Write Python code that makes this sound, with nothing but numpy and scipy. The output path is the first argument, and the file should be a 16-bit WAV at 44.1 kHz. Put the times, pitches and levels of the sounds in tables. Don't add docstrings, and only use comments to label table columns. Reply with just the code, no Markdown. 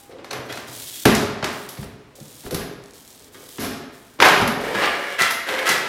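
import sys
import numpy as np
from scipy import signal
from scipy.fft import rfft, irfft
from scipy.io import wavfile
from scipy.ndimage import uniform_filter1d

SR = 44100
rng = np.random.default_rng(int(sys.argv[2]) if len(sys.argv) > 2 else 0)


def transcribe(signal):
    frames = np.atleast_2d(signal).T
    limited = np.clip(frames, -1, 1)
    pcm = np.round(limited * 32767).astype(np.int16)
    wavfile.write(sys.argv[1], SR, pcm)


def elevation(decibels):
    levels = np.asarray(decibels, float)
    return 10 ** (levels / 20)


N = 259660


def rms_one(x):
    return x / np.sqrt(np.mean(x ** 2) + 1e-20)


def at_hz(points, hz):
    points_hz, values = np.array(points)[:, 0], np.array(points)[:, 1]
    return np.interp(np.log(hz), np.log(points_hz), values)


def band(x, low_hz, high_hz):
    sos = signal.butter(2, [low_hz, min(high_hz, .45 * SR)], "band", fs=SR, output="sos")
    return signal.sosfilt(sos, x + 1e-18)


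def colour(x, spectrum):
    hz = np.maximum(np.arange(len(x) // 2 + 1) * SR / len(x), 1)
    return rms_one(irfft(rfft(x) * elevation(at_hz(spectrum, hz)), len(x)))


def ring(x, hz, t60):
    radius, turn = elevation(-60 / (t60 * SR)), 2 * np.pi * hz / SR
    feed = [(1 - radius ** 2) / 2, 0, (radius ** 2 - 1) / 2]
    return signal.lfilter(feed, [1, -2 * radius * np.cos(turn), radius ** 2], x + 1e-18)


def spells(rows):
    t, gain = np.arange(N) / SR, np.zeros(N)
    for s, length, start_db, end_db in rows:
        sounding = (t >= s) * (t < s + length)
        gain += elevation(np.interp(t, [s, s + length], [start_db, end_db])) * sounding
    return uniform_filter1d(gain, size=400)


def blows():
    # start_s, knock_db, thump_db (rel), crack_db (rel)
    open_blows = [(.238, -48, -23, -7), (.244, -30.5, -22, -10), (.309, -22, -46, -7.5),
                  (.524, -28, -30, -1), (.573, -25, -10, -9), (1.149, -18, -29, 3.5), (1.426, -14, -6, -28),
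                  (1.442, -15, -10.5, -7), (1.828, -31, 1, -19), (3.582, -24, 2, -21),
                  (4.201, -6.5, -18.5, -17), (4.222, 2, -30, -21), (4.284, -15, -35, -2.5),
                  (5.206, -19, -9, -30), (5.219, -19, -41, 4.5), (5.539, -17, -21, -44),
                  (5.69, -13.5, -14, 2)]
    # start_s, knock_db, thump_db (rel), crack_db (rel)
    held_blows = [
        (.33, -21.5, -35, -13),
        (1.053, -1.5, -3.5, -13.5),
        (1.689, -39, -15, 8),
        (2.462, -30, 0, -20),
        (2.508, -28.5, 0.5, -1),
        (2.544, -22, -41, -1),
        (4.475, -17, -5, -7.5),
        (5.487, -15.5, -18, -16),
        (5.589, -17, -23, -19),
    ]
    # start_s, knock_db, thump_db (rel), crack_db (rel), contact_s
    open_shoves = [(.101, -41, -6, -13, .028), (.181, -39, -1, -29, 0.024), (.309, -29, -5, -28, 0.048),
                   (.679, -35.5, -1, -3, 0.019), (2.198, -50, 1, 1, .014), (2.579, -29, -3.5, -18, .044),
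                   (3.188, -55.5, 10.5, 3, 0.041), (3.342, -36.5, -6, -13, 0.016),
                   (3.67, -28.5, -7, -6.5, 0.081), (3.82, -38.5, -2, -20, .02), (4.186, -30, 6, -46, 0.019),
                   (4.741, -16.5, -8, -44, 0.026), (4.81, -10, -24.5, -31, 0.037)]
    # start_s, knock_db, thump_db (rel), crack_db (rel), contact_s
    held_shoves = [(.485, -24.5, -14, -19, 0.032), (1.769, -32.5, -1, -14, 0.016),
                   (2.43, -38, 4, -17, 0.023), (2.51, -29.5, 8, -8, 0.034), (3.585, -25, -3.5, -2.5, 0.044),
                   (3.62, -23, -2, -7, 0.041), (4.205, -8.5, -50, -16, 0.028),
                   (4.235, -3.5, -22, -18, 0.035), (4.289, -8.5, -19, -18, 0.083),
                   (4.409, -15.5, -3.5, -20, 0.018), (5.301, -24.5, -40, 1, 0.02),
                   (5.7, -16, -17.5, -12, 0.031)]
    blow_s = .0072
    loose_db, held_db = -47, 4.5

    sharp = [(*row, blow_s, loose_db) for row in open_blows] + [(*row, blow_s, held_db) for row in held_blows]
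    drawn = [(*row, loose_db) for row in open_shoves] + [(*row, held_db) for row in held_shoves]
    contacts = sharp + drawn
    direct, spread = np.zeros((4, N)), np.zeros((2, 4, N))
    t = np.arange(6000) / SR
    shape = (len(contacts), 6000)
    grit = rng.standard_normal(shape) * elevation(1.57 * rng.standard_normal(shape))
    for k, (s, knock_db, thump_db, crack_db, contact, rim_db) in enumerate(contacts):
        i, contact = round(s * SR), max(contact, .002)
        forces = elevation(knock_db + np.array([thump_db, 0, crack_db, crack_db + rim_db]))
        envelope = np.minimum(t / (20.0 * contact ** 2), 1) * np.exp(-(t / contact) ** 2)
        burst = forces[:, None] * grit[k] * envelope
        direct[:, i:i + 6000] += elevation(2.5) * burst
        if k < len(sharp):
            spread[k % 2, :, i + round(contact * SR)] += forces * np.sqrt(contact * SR / 2)
        else:
            spread[k % 2, :, i:i + 6000] += burst
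    echoes = sum(hall(struck(*path), wet_db=3.5, build_s=0.00043) for path in spread)
    return struck(*direct) + echoes


def struck(thump, knock, crack, hiss):
    # mode_hz, level_db, t60_s
    ramp_modes = [(151, -9, 0.22), (223.4, -1, 0.064), (268, -6.5, 0.086), (372.4, -9.5, .1),
                  (424, -0.5, 0.1), (526, -14, 0.019), (737, -24.5, 0.17)]
    ramp = sum(elevation(db) * ring(thump, hz, t60) * (-1) ** k for k, (hz, db, t60) in enumerate(ramp_modes))
    tyre = band(band(thump, 114.5, 342), 65, 890)
    boards = band(band(knock, 244, 2220), 310, 5700)
    wood = elevation(22.5) * ramp + elevation(14.5) * tyre + elevation(3.5) * boards

    rim_edge = signal.ellip(6, 1, 40, 10250, "high", fs=SR, output="sos")
    rim = band(signal.sosfilt(rim_edge, hiss), 10150, 12700)
    frame = -elevation(-1.0) * band(crack, 3040, 6410) + elevation(-9.0) * band(crack, 7700, 13800)
    return wood + frame + elevation(-0.5) * rim


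def thuds():
    # mode_hz, level_db, t60_s
    landing_panels = [(49.4, -21, .27), (96, -23, 0.6), (161, -15.5, 0.49), (216, -12.5, 0.64),
                      (354, -5, 0.095)]
    # start_s, peak_db, panel_hz
    pressed = [
        (1.438, -30, 147),
        (1.787, -17, 137),
        (1.812, -19, 209),
        (2.21, -22, 143),
        (2.216, -29, 208),
        (3.591, -33, 135),
    ]
    # start_s, peak_db, panel_hz
    free = [(.69, -31, 124), (.762, -38, 112), (1.79, -27.5, 66.5), (2.45, -28, 54), (2.52, -26, 50),
            (3.6, -27, 90), (3.622, -21, 254.5), (4.4, -24, 65), (4.419, -21, 123), (4.502, -27.5, 156),
            (4.6, -33, 49.5), (5.2, -41, 109), (5.702, -42, 99.6)]
    # start_s, peak_db, panel_hz
    loose = [
        (.33, -33.5, 126.3),
        (4.302, -25.5, 165),
    ]
    landing_s = 1.056

    pushes = [(landing_s, db, hz, t60) for hz, db, t60 in landing_panels]
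    for rows, t60 in [(pressed, 0.09), (free, 0.24), (loose, 1)]:
        pushes += [(*row, t60) for row in rows]
    out, t = np.zeros(N + SR), np.arange(SR) / SR
    for s, db, hz, t60 in pushes:
        swell = 1 - np.exp(-t * hz)
        out[round(s * SR):][:SR] += elevation(db - 60 * t / t60) * swell * np.sin(2 * np.pi * hz * t)
    beating = rms_one(band(rng.standard_normal(N), 19, 46))
    return out[:N] * elevation(4.1 * beating - 4.0)


def brakes():
    # start_s, length_s, rub_start_db, rub_end_db
    pulls = [
        (4.6, 0.141, -22.5, -24.5),
        (4.739, .13, -22, -18.5),
        (4.869, 0.28, -29, -27.5),
        (5.184, 0.029, -21, -11.5),
        (5.207, 0.045, -13.5, -26),
        (5.27, .13, -32, -39),
        (5.468, .18, -21, -25.5),
        (5.654, 0.026, -17, -11),
        (5.686, 0.048, -15, -24),
        (5.731, 0.22, -37, -23),
    ]
    # rim_hz, level_db (per Hz)
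    rim = [(120, -35), (200, -15), (424, 1), (763, -7), (1350, -2), (1620, 3.5), (2020, 2.5), (2380, -1),
           (2610, -5), (2910, -4.5), (4120, -11), (6400, -18), (11100, -21), (14100, -24.5), (16000, -31)]
    # start_s, slips_per_s
    grips = [
        (4.58, 450),
        (4.74, 565),
        (5.18, 672),
        (5.46, 525),
        (5.65, 665),
        (5.715, 440),
    ]

    starts, rates = np.transpose(grips)
    rate = uniform_filter1d(rates[np.searchsorted(starts[1:], np.arange(N) / SR)], size=900)
    faster = rate - 560
    tone_db, boom_db = 2 + .04 * faster, 2 - .075 * faster

    wander = rms_one(band(rng.standard_normal(N), 17, 90))
    pulses = np.diff(np.floor(np.cumsum(rate * (1 + .03 * wander)) / SR), prepend=0)
    grind = rng.standard_normal(N) * elevation(3.2 * wander)
    uneven_grip = elevation(5.0 * rms_one(band(rng.standard_normal(N), 26, 300)))
    slips = elevation(tone_db) * rms_one((pulses - pulses.mean()) * uneven_grip)
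    singing_pads = band(band(slips, 940, 3300), 850, 3300)
    rub = colour(slips + grind, rim) + elevation(-17.0) * singing_pads
    boom = (elevation(boom_db) - 1) * band(rub, 207, 940)
    return elevation(-8.5) * spells(pulls) * (rub + boom)


def freewheel():
    # start_s, length_s, whirr_start_db, whirr_end_db
    spins = [(0, 0.12, -45, -62), (.45, .07, -50, -58), (.55, 0.18, -41, -66), (.67, 0.099, -46, -32.5),
             (.77, .27, -35, -32), (1.52, 0.15, -41.5, -43.5), (1.685, 0.076, -41, -46),
             (1.78, 0.066, -49, -39.5), (2.153, 0.335, -48, -41.5), (2.82, 0.11, -60, -55),
             (2.94, 0.35, -46, -49.5), (3.32, .26, -47, -39.5), (3.92, 0.26, -49, -55.5)]
    # pawl_hz, level_db (per Hz)
    pawls = [(880, -33), (1500, -15), (2880, -8), (3280, -2.5), (5170, -6), (8320, -4), (14300, -7),
             (16000, -11.5)]
    # s (first tick), gap (s), db (peak), count (ticks)
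    tick_runs = [
        dict(s=2.155, gap=.0249, db=-33, count=11),
        dict(s=2.8375, gap=.02405, db=-35, count=18),
    ]

    strikes = rng.standard_normal(N) * (rng.random(N) < 4000 / SR)
    flutter = elevation(1.36 * rms_one(band(rng.standard_normal(N), 3.1, 40)))
    whirr = elevation(-3.5) * spells(spins) * flutter * colour(strikes, pawls)

    clicks = np.zeros(N)
    for run in tick_runs:
        late, size = rng.uniform(-1.5, 1.5, (run["count"], 2)).T
        s = run["s"] + run["gap"] * np.arange(run["count"]) + .002 * late
        clicks[(s * SR).astype(int)] = elevation(run["db"] + 3.0 * size + 1.5)
    click_tail = 0.55 * rng.standard_normal(150) * np.exp(-np.arange(150) / 85.0)
    return whirr + band(signal.lfilter(click_tail, 1, clicks), 3500, 10400)


def snaps():
    # start_s, peak_db
    slaps = [
        (.124, -36),
        (.186, -33),
        (2.748, -38),
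        (5.491, -8),
        (5.497, -13),
        (5.54, -13),
        (5.59, -17),
    ]
    clicks = np.zeros(N)
    for s, db in slaps:
        clicks[round(s * SR)] = elevation(db + 17)
    return band(band(clicks, 2400, 4000), 1800, 4500)


def squeaks():
    # start_s, level_db, pitch_hz, length_s
    chirps = [(0.0, -51, 806, .17), (0.5, -37, 3300, .04), (0.497, -34, 2000, .015), (0.53, -42, 4050, .04),
              (0.93, -40, 3320, .08), (0.307, -30, 4300, .01), (0.307, -32, 6000, .01),
              (0.33, -44, 6050, .05), (5.192, -21, 2660, .045), (5.2, -25, 1400, .025),
              (5.27, -29, 2700, .05), (5.665, -24, 2000, .06)]
    out = np.zeros(N)
    for s, db, hz, length in chirps:
        t, i = np.arange(round(length * SR)) / SR, round(max(s, 0) * SR)
        envelope = np.sin(np.pi * (t / length) ** .5)
        out[i:i + len(t)] += elevation(db) * np.sin(2 * np.pi * hz * t) * envelope
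    return out


def rolling():
    # start_s, length_s, rumble_start_db, rumble_end_db
    rolls = [
        (.09, 0.27, -36, -40),
        (.305, 0.33, -25, -47),
        (.69, 0.35, -46, -73),
        (2.1, 0.094, -57, -39),
        (2.23, .09, -49, -72),
        (2.8, .3, -50, -72),
        (3.2, .12, -58, -70),
        (3.34, 0.12, -44.5, -46),
    ]
    knobs = rng.standard_normal(N) * (rng.random(N) < 400 / SR)
    return elevation(-11) * spells(rolls) * rms_one(band(knobs, 260, 590))


def hall(x, wet_db, build_s):
    # band_hz, t60_s
    decay = [(40, 0.94), (150, 0.88), (500, 1.052), (1500, 0.95), (4000, 0.78), (8000, 0.52), (16000, 0.48)]
    edges = 30 * 2 ** np.arange(0, 9.6, .5)
    t = np.arange(2 * SR) / SR
    white = rng.standard_normal((2, len(t)))
    echoes = np.zeros(len(t))
    for k, (low, high) in enumerate(zip(edges, edges[1:])):
        t60 = at_hz(decay, np.sqrt(low * high))
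        echoes += band(white[k % 2], low, high) * elevation(-60 * t / t60)
    echoes = echoes * (1 - np.exp(-t / build_s))
    return elevation(wet_db) * signal.fftconvolve(x, echoes / np.sqrt(np.sum(echoes ** 2)))[:N]


def room_air():
    # air_hz, level_db (per Hz)
    air = [(18, -54), (30, -12), (149, -7.5), (189, -13), (252, -4), (526, -13.5), (569, -12), (740, -13),
           (2230, -19), (16000, -40.5)]
    return elevation(-63 + 10.5) * colour(rng.standard_normal(N), air)


def scene():
    far = rolling() + brakes()
    hub = freewheel()
    close = squeaks() + thuds() + snaps()
    echoes = hall(far + elevation(-7.5) * hub + elevation(-8) * close, wet_db=2.0, build_s=0.0026)
    return (blows() + far + hub + close + echoes + room_air())[None]


def thinned(x, mask_db, spread_db):
    hz, _, z = signal.stft(x, SR, nperseg=1024)
    power = np.abs(z[:512]) ** 2
    groups = power.reshape(64, 8, -1).sum(axis=1)
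    centre_hz = hz[4:512:8, None]
    threshold_db = mask_db + (centre_hz - 12000) / 4000 + spread_db * rng.standard_normal(groups.shape)
    lowest = power.sum(axis=0) * elevation(2 * threshold_db)
    z[:512] *= np.repeat((groups > lowest) | (centre_hz < 6000), 8, axis=0)
    return signal.istft(z, SR, nperseg=1024)[1][:N]


def band_limit(x):
    return signal.sosfilt(signal.butter(12, 16290, fs=SR, output="sos"), x)


def record(dry):
    loud = np.clip(dry[0], -.98, .98)
    top_cut = signal.ellip(10, .5, 70, 16150, fs=SR, output="sos")
    sparse = thinned(signal.sosfilt(top_cut, loud), mask_db=-44, spread_db=6)
    return band_limit(sparse[None])


dry = scene()
out = record(dry)
transcribe(out)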